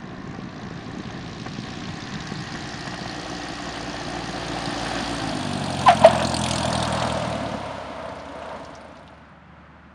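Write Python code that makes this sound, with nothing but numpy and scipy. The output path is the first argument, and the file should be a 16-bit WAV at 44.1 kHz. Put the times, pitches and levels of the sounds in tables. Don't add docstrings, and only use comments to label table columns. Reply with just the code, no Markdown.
import sys
import numpy as np
from scipy import signal
from scipy.fft import rfft, irfft, next_fast_len
from scipy.io import wavfile
from scipy.ndimage import uniform_filter1d, map_coordinates

SR = 44100
rng = np.random.default_rng(int(sys.argv[2]) if len(sys.argv) > 2 else 0)


def materialize(psi):
    bounded = np.clip(np.atleast_2d(psi).T, -1, 1)
    quanta = np.round(bounded * 32767).astype(np.int16)
    wavfile.write(sys.argv[1], SR, quanta)


N = 438354
T = np.arange(N) / SR

# frequency in Hz, relative level in dB.
DRONE_LINES = [(75, -51.5), (108, -65), (157, -54.5), (183, -54.5)]
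# frequency in Hz, gain in dB.
DISTANT_ROAR = [(18, -57), (30, -38), (48, -19.5), (59, -15.5), (117, -9.5), (129, -11), (163, -7),
                (311, -12.5), (414, -24), (565, -16.5), (1400, -16), (2860, -30), (9000, -56.5),
                (11700, -95), (19800, -120)]
ASPECT = [(10.3, 0), (15.7, 1), (58, 2), (116, 2.5), (149, 3)]
# frequency in Hz, gain in dB.
BURBLE_SPECTRA = [
    [(21, -60), (35, -24), (101, -3), (184, 1), (302, -5), (464, -24), (520, -28), (680, -57), (1140, -120)],
    [(25, -22), (50, -5), (85, -11), (135, 2), (180, 0.5), (235, -2), (310, 3.5), (410, -9.5), (520, -8),
     (750, -58)],
    [(25, -31), (60, -14.5), (120, 0.5), (220, 7), (320, 0.5), (420, -19), (520, -3), (800, -49.5)],
    [(21, -62.5), (35, -38), (54, -14), (98, -7.5), (279, 5), (397, -13), (520, -2), (680, -21.5),
     (1140, -120)],
]
RUSH_SPECTRA = [
    [(220, -6.5), (380, -1), (468, -7), (508, -10.5), (546, -7.5), (784, -2), (877, -12.5), (1080, -3.5),
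     (1350, -14), (1800, -6), (2230, -19), (2600, -20.5), (3380, -32), (5720, -120)],
    [(220, -46), (380, -4), (432, -23), (512, -5), (550, -8.5), (673, -1.5), (765, 0), (943, -11),
     (1090, -4.5), (1420, -11), (1500, -8), (1840, -5.5), (2130, -14), (2600, -13.5), (3380, -14),
     (5720, -120)],
    [(220, -37), (380, -12.5), (504, -13), (641, -1), (729, -1.5), (877, -6), (1110, -10), (1200, -13),
     (1480, -14), (1680, -12), (2040, -23), (2600, -16.5), (3380, -31.5), (5720, -120)],
    [(220, -54), (380, -13), (402, -10), (559, 0), (662, 5), (797, -7.5), (906, 0.5), (1100, -6),
     (1420, -8.5), (1930, -16), (2160, -14.5), (2600, -40.5), (3380, -46), (5720, -120)],
]
HISS_SPECTRA = [
    [(1240, -20), (2100, -1), (3020, -2.5), (3900, 0), (6420, -9), (8120, -19), (9220, -24.5), (11500, -55),
     (15000, -92), (22000, -120)],
    [(1240, -30), (2100, -9.5), (4630, 0.5), (5810, -5.5), (6560, -5.5), (7940, -14), (9360, -17),
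     (10300, -30), (11500, -58), (15000, -63), (22000, -120)],
    [(1240, -55.5), (2100, -11), (3260, 0.5), (3900, -3.5), (4370, -1.5), (5300, -9.5), (8900, -7),
     (10000, -15.5), (11500, -47.5), (15000, -77.5), (22000, -120)],
    [(1300, -33), (2200, -2), (3000, -2.5), (4400, -7), (5700, -12), (7500, -15.5), (9400, -17),
     (10300, -28.5), (11500, -40), (15000, -84)],
]
# frequency in Hz, gain in dB.
SIZZLE_SPECTRUM = [(12300, -49.5), (13500, -8), (14500, -0.5), (15800, -18)]
# angle off the nose in degrees,
# burble in dB, rush in dB, hiss in dB, share of the hiss that comes in puffs (0-1).
DIRECTIVITY = [(12, -29.5, -24.5, -28, 0.51), (28.5, -28, -27, -35, 0.3), (44.6, -30, -29.5, -35.5, 0.44),
               (92, -32, -29, -31.5, 0.85), (125.5, -33, -23.5, -32.5, 0.54), (147.8, -28, -29, -41, 0.02),
               (154, -28.5, -31, -44, 0.3)]
# centre in seconds, half length in seconds, rush in dB, hiss in dB.
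SWELLS = [(4.887, 0.43, 3, 5), (6.12, 0.14, 6.5, 0), (6.485, 0.077, 0.5, 3), (8.062, 0.11, 2.5, 0),
          (8.488, .13, 4.5, 2.5)]
# time in seconds, firings per second.
GLIDE = [(0, 50.95), (1.7, 55.75), (2.1, 56.3), (3.7, 54.9), (5.1, 53.8)]
# start in seconds, firings per second lost, settling time in seconds.
THROTTLE_CUTS = [(5.17, 12.1, .33), (7.2, 15.5, 1.02)]
CYLINDERS_DB = [1.8, -0.055, -0.67, -0.48]
# multiple of the firing rate, relative dB approaching, relative dB passing.
NOTE_ORDERS = [(1, -4, -23.5), (2, -4, -2.5), (3, -4, 1), (4, -19, -2), (5, 1.5, -1), (6, -2.5, -8.5),
               (7, -22, -17), (8, -15, -10.5)]
# time in seconds (the blow lands 3 ms later), relative strength in dB.
POPS = [(0.385, -19), (0.707, -23), (0.886, -25.5), (0.994, -20.5), (1.145, -28), (1.168, -23),
        (1.468, -23), (1.584, -22.5), (1.966, -32), (2.317, -19), (3.015, -20)]
# frequency in Hz, gain in dB.
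POP_SPECTRUM = [(30, -30), (90, -7.5), (190, 2.5), (320, -2.5), (500, -10), (900, -41), (3000, -68),
                (8000, -100)]
RING_HZ = (2400, 11000)
# bite in seconds, skid before it in seconds, skid in dB, peak in dB, hold in seconds,
# decay in dB per second, pitch after the bite in Hz, drift in Hz per second, overtones in dB, scrub in dB.
CHIRPS = [(5.884, 0.024, -9, -2.5, .005, 419, 712, -600, -3.5, -14),
          (6.044, 0.021, -25, 2, 0.0063, 529.5, 621, 1700, -16, -20)]
# multiple of the pitch, relative level in dB.
TYRE_OVERTONES = [(2, -14), (3, -22), (4, -28), (5, -27.5), (6, -37.5)]
# onset in seconds, relative level in dB.
TICKS = [(7.7828, -40), (8.1653, -34), (8.1973, -33), (8.4367, -39), (8.649, -35), (8.752, -34.5),
         (8.7694, -48), (8.9685, -39), (9.0773, -38)]
TICK_RING_HZ = (3200, 6000)
# distance from the pitch in Hz, gain in dB.
TICK_SPREAD = [(300, -3), (1200, -9), (3000, -20), (6000, -60)]
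# frequency in Hz, gain in dB.
MICROPHONE = [(7300, 0), (7950, -3.5), (8500, 1), (11000, 6), (12200, -17)]

TOP_HZ = 15900
SPEED_M_PER_S, CLOSEST_M, ABREAST_S, SOUND_M_PER_S = 22, 19.8, 6.4, 343
DULL_BEYOND_M, DULL_DB_PER_M = 106.2, 0.26
FADE_FROM_S, FADE_S, FADE_CURVE = 8.55, 0.85, 0.92
LEAN_UNTIL_S, LEAN_CLEARS_S, LEAN_BURBLE_DB, LEAN_NOTE_DB = 2.94, 0.35, 9, -4.5
IDLE_FROM_S, IDLE_TAKES_S, IDLE_BURBLE_DB = 7.62, 0.01, -8.5
NOTE_DIES_S, NOTE_DIES_IN_S, IDLE_NOTE_DB = 7.67, 0.2, -18
NOTE_DB = -28
NOTE_TURNS_S, NOTE_TURNS_IN_S = 5.35, 0.06
SKID_HZ, BITE_S = 1026, 0.0023
SPIN_UP_S = 0.04
BITE_ROUGH, ROUGH_PER_S = 0.41, 14.2


def amp(db):
    return 10 ** (np.asarray(db) / 20)


def unit(x):
    return x / np.sqrt(np.mean(x ** 2) + 1e-20)


def step(s, width_s):
    return (1 + np.tanh((T - s) / (2 * width_s))) / 2


def wobble(knots_per_s):
    knots = rng.standard_normal(int(N * knots_per_s / SR) + 4)
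    return map_coordinates(knots, [T * knots_per_s])


def coloured(x, points):
    size = 2 * next_fast_len(N // 2 + 8192)
    hz, db = np.transpose(points)
    log_hz = np.log(np.fft.rfftfreq(size, 1 / SR) + 1)
    gain = amp(np.interp(log_hz, np.log(hz), db))
    cepstrum = irfft(np.log(np.maximum(gain, 1e-6)))
    cepstrum[1:size // 2] *= 2
    cepstrum[size // 2 + 1:] = 0
    return irfft(rfft(x, size) * np.exp(rfft(cepstrum)))[:N]


def noise(points):
    return unit(coloured(rng.standard_normal(N), points))


def track():
    to_go_m = SPEED_M_PER_S * (ABREAST_S - T)
    return np.hypot(to_go_m, CLOSEST_M), np.degrees(np.arctan2(CLOSEST_M, to_go_m))


def facing(rows):
    degrees, *columns = np.transpose(rows)
    angle = track()[1]
    return [np.interp(angle, degrees, column) for column in columns]


def spreading():
    return CLOSEST_M / track()[0]


def swells():
    return sum(np.outer([rush_db, hiss_db], np.exp(-((T - s) / half_s) ** 2))
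               for s, half_s, rush_db, hiss_db in SWELLS)


def firing():
    rate = np.interp(T, *np.transpose(GLIDE))
    for s, lost, settle_s in THROTTLE_CUTS:
        rate = rate - lost * (1 - np.exp(-np.maximum(T - s, 0) / settle_s))
    closing = np.cos(np.radians(track()[1]))
    return rate / (1 - SPEED_M_PER_S / SOUND_M_PER_S * closing)


def radiated(x, spectra):
    aspect, = facing(ASPECT)
    y = 0
    for side, spectrum in enumerate(spectra):
        weight = np.maximum(1 - abs(aspect - side), 0)
        y = y + weight * unit(coloured(x, spectrum))
    power = uniform_filter1d(y ** 2, size=SR // 3)
    return y / np.sqrt(abs(power) + 1e-9)


def puffs(cycle, lead, rise, fall, scatter_db):
    turn = cycle + lead + 1
    index, age = np.maximum(turn, 0).astype(int), turn % 1
    scatter = scatter_db * rng.standard_normal(index.max() + 1)[index]
    strength = amp(np.take(CYLINDERS_DB, index % len(CYLINDERS_DB)) + scatter)
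    return unit(strength * (1 - np.exp(-(age / rise) ** 2)) * np.exp(-age / fall))


def gated(flow, share):
    share = np.clip(share, 0, 1)
    return rng.standard_normal(N) * np.sqrt(1 - share + share * flow ** 2)


def distant_aircraft(level_db):
    lines = 0
    for hz, db in DRONE_LINES:
        level = amp(db + 2.8 * wobble(5.8)) * np.sqrt(2)
        lines = lines + level * np.sin(2 * np.pi * hz * T + 0.65 * wobble(7))
    roar = amp(-43.0 + 0.54 * wobble(5.5)) * noise(DISTANT_ROAR)
    return amp(level_db) * (lines + roar)


def airfield(x, level_db, t60_s):
    tail = rng.standard_normal(SR) * amp(-60 * T[:SR] / t60_s)
    return x + amp(level_db) * signal.fftconvolve(x, tail / np.linalg.norm(tail))[:N]


def ticks(level_db, decay_s):
    rings = 0
    for s, db in TICKS:
        hz = rng.uniform(*TICK_RING_HZ)
        rings = rings + (T >= s) * amp(db) * np.exp(-abs(T - s) / decay_s) * np.sin(2 * np.pi * hz * T)
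    return amp(level_db) * rings * noise(TICK_SPREAD)


def whine(cycle, level_db):
    tone = np.sin(2 * np.pi * 32 * cycle + 0.98 * wobble(90))
    return amp(level_db + 1.1 * wobble(25.7)) * tone * np.exp(-((T - 3.2) / 1.3) ** 2)


def knock(cycle, level_db, hz, lead, decay_s):
    count = len(CYLINDERS_DB)
    age_s = (cycle / count + lead) % 1 * count / firing()
    ring = np.sin(2 * np.pi * hz * age_s) * age_s / decay_s * np.exp(1 - age_s / decay_s)
    return amp(level_db + 1.6 * wobble(16)) * ring * np.exp(-((T - 4.2) / 1.5) ** 2)


def rush(cycle):
    _, level_db, _, share = facing(DIRECTIVITY)
    flow = puffs(cycle, lead=0.46, rise=0.099, fall=0.78, scatter_db=4.5)
    air = gated(flow, 0.55 * share)
    return spreading() * amp(level_db + swells()[0] + 0.13 * wobble(14)) * radiated(air, RUSH_SPECTRA)


def ringing(cycle, lead, count=5):
    index = np.maximum(cycle + lead + 1, 0).astype(int)
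    pitches_hz = rng.uniform(*RING_HZ, (index.max() + 1, count))[index].T
    return unit(sum(np.sin(2 * np.pi * np.cumsum(hz) / SR + 1.58 * wobble(1100)) for hz in pitches_hz))


def hiss(cycle, lead):
    _, _, beam_db, share = facing(DIRECTIVITY)
    dulling_db = DULL_DB_PER_M * np.maximum(track()[0] - DULL_BEYOND_M, 0)
    level_db = beam_db + swells()[1] - dulling_db
    air = noise([(1000, -34.5), (2200, 3.0), (6000, 0), (10000, -5), (20000, -19.0)])
    flow = puffs(cycle, lead, rise=0.074, fall=0.23, scatter_db=1.5)
    pings = flow * ringing(cycle, lead)
    jet = np.sqrt(1 - share + 0.18 * share * flow ** 2) * air + 1.11 * np.sqrt(share) * pings
    sizzle = unit(coloured(gated(flow, share), [(9000, -100)] + SIZZLE_SPECTRUM))
    sizzle_db = -13.5 - 7 * abs(facing(ASPECT)[0] - 2)
    return spreading() * amp(level_db) * (radiated(jet, HISS_SPECTRA) + sizzle * amp(sizzle_db))


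def afterfire(level_db):
    blows = np.zeros(N)
    for s, db in POPS:
        blows[round((s + .003) * SR)] = amp(db)
    thumps = coloured(blows, POP_SPECTRUM)
    return amp(level_db) * thumps * blows.max() / abs(thumps).max()


def exhaust(cycle):
    lean = 1 - step(LEAN_UNTIL_S, LEAN_CLEARS_S)
    idle = step(IDLE_FROM_S, IDLE_TAKES_S)
    passing = step(NOTE_TURNS_S, NOTE_TURNS_IN_S)
    note = 0
    for k, ahead_db, beside_db in NOTE_ORDERS:
        phase = 2 * np.pi * k * cycle - 0.155 * k ** 2 + 0.2 * wobble(4)
        note = note + amp(ahead_db + passing * (beside_db - ahead_db)) * np.cos(phase)
    flow = puffs(cycle, lead=0.086, rise=0.13, fall=0.25, scatter_db=3.5)
    burble = radiated(gated(flow, share=0.47), BURBLE_SPECTRA)
    note_db = NOTE_DB + LEAN_NOTE_DB * lean + IDLE_NOTE_DB * step(NOTE_DIES_S, NOTE_DIES_IN_S)
    burble_db = facing(DIRECTIVITY)[0] + LEAN_BURBLE_DB * lean + IDLE_BURBLE_DB * idle
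    return spreading() * (amp(note_db) * unit(note) + amp(burble_db) * burble)


def tyre(s, skid_s, skid_db, peak_db, hold_s, decay_db_per_s, bite_hz, drift_hz_per_s, overtone_db, scrub_db):
    load, age_s = step(s, BITE_S), np.maximum(T - s, 0)
    hz = SKID_HZ + load * (bite_hz - SKID_HZ) + drift_hz_per_s * np.minimum(age_s, SPIN_UP_S)
    db = skid_db + step(s - BITE_S, BITE_S) * (peak_db - skid_db)
    db = db - decay_db_per_s * np.maximum(age_s - hold_s, 0)
    flare = BITE_ROUGH * np.exp(-((T - s - BITE_S) / 0.0026) ** 2)
    rough = np.clip(0.063 + flare + ROUGH_PER_S * age_s, 0, .55)
    phase = 2 * np.pi * np.cumsum(hz) / SR + 0.87 * rough * wobble(260)
    overtones = sum(amp(level_db) * np.sin(k * phase + 0.96 * wobble(500)) for k, level_db in TYRE_OVERTONES)
    scrub = noise([(100, -20.5), (450, -31.5), (750, 4), (1300, -1), (3000, -5.0), (6000, -21), (12000, -63)])
    rasp = 2 * np.sqrt(abs(rough)) * (amp(overtone_db) * overtones + amp(scrub_db) * scrub)
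    squeal = np.sin(phase) * (1 + 1.04 * rough * wobble(220))
    touching = np.clip((T - s + skid_s) / .006, 0, 1)
    return touching * amp(db) * (squeal + rasp)


def scene():
    cycle = np.cumsum(firing()) / SR
    distant = distant_aircraft(level_db=-5.0)
    engine = exhaust(cycle) + afterfire(level_db=-1) + hiss(cycle, lead=.05)
    engine = engine + knock(cycle, level_db=-24.5, hz=737, lead=.55, decay_s=0.0011)
    aircraft = engine + rush(cycle) + whine(cycle, level_db=-44.5)
    fade = np.clip(1 - (T - FADE_FROM_S) / FADE_S, 0, 1) ** FADE_CURVE
    tyres = airfield(sum(tyre(*row) for row in CHIRPS), level_db=-20.5, t60_s=0.63)
    return (distant + fade * aircraft + ticks(level_db=-6.5, decay_s=0.0079) + tyres)[None]


def record(dry):
    x = np.clip(coloured(dry[0], MICROPHONE), -1, 1)
    return irfft(rfft(x) * (np.fft.rfftfreq(N, 1 / SR) < TOP_HZ), N)[None]


dry = scene()
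out = record(dry)
materialize(out)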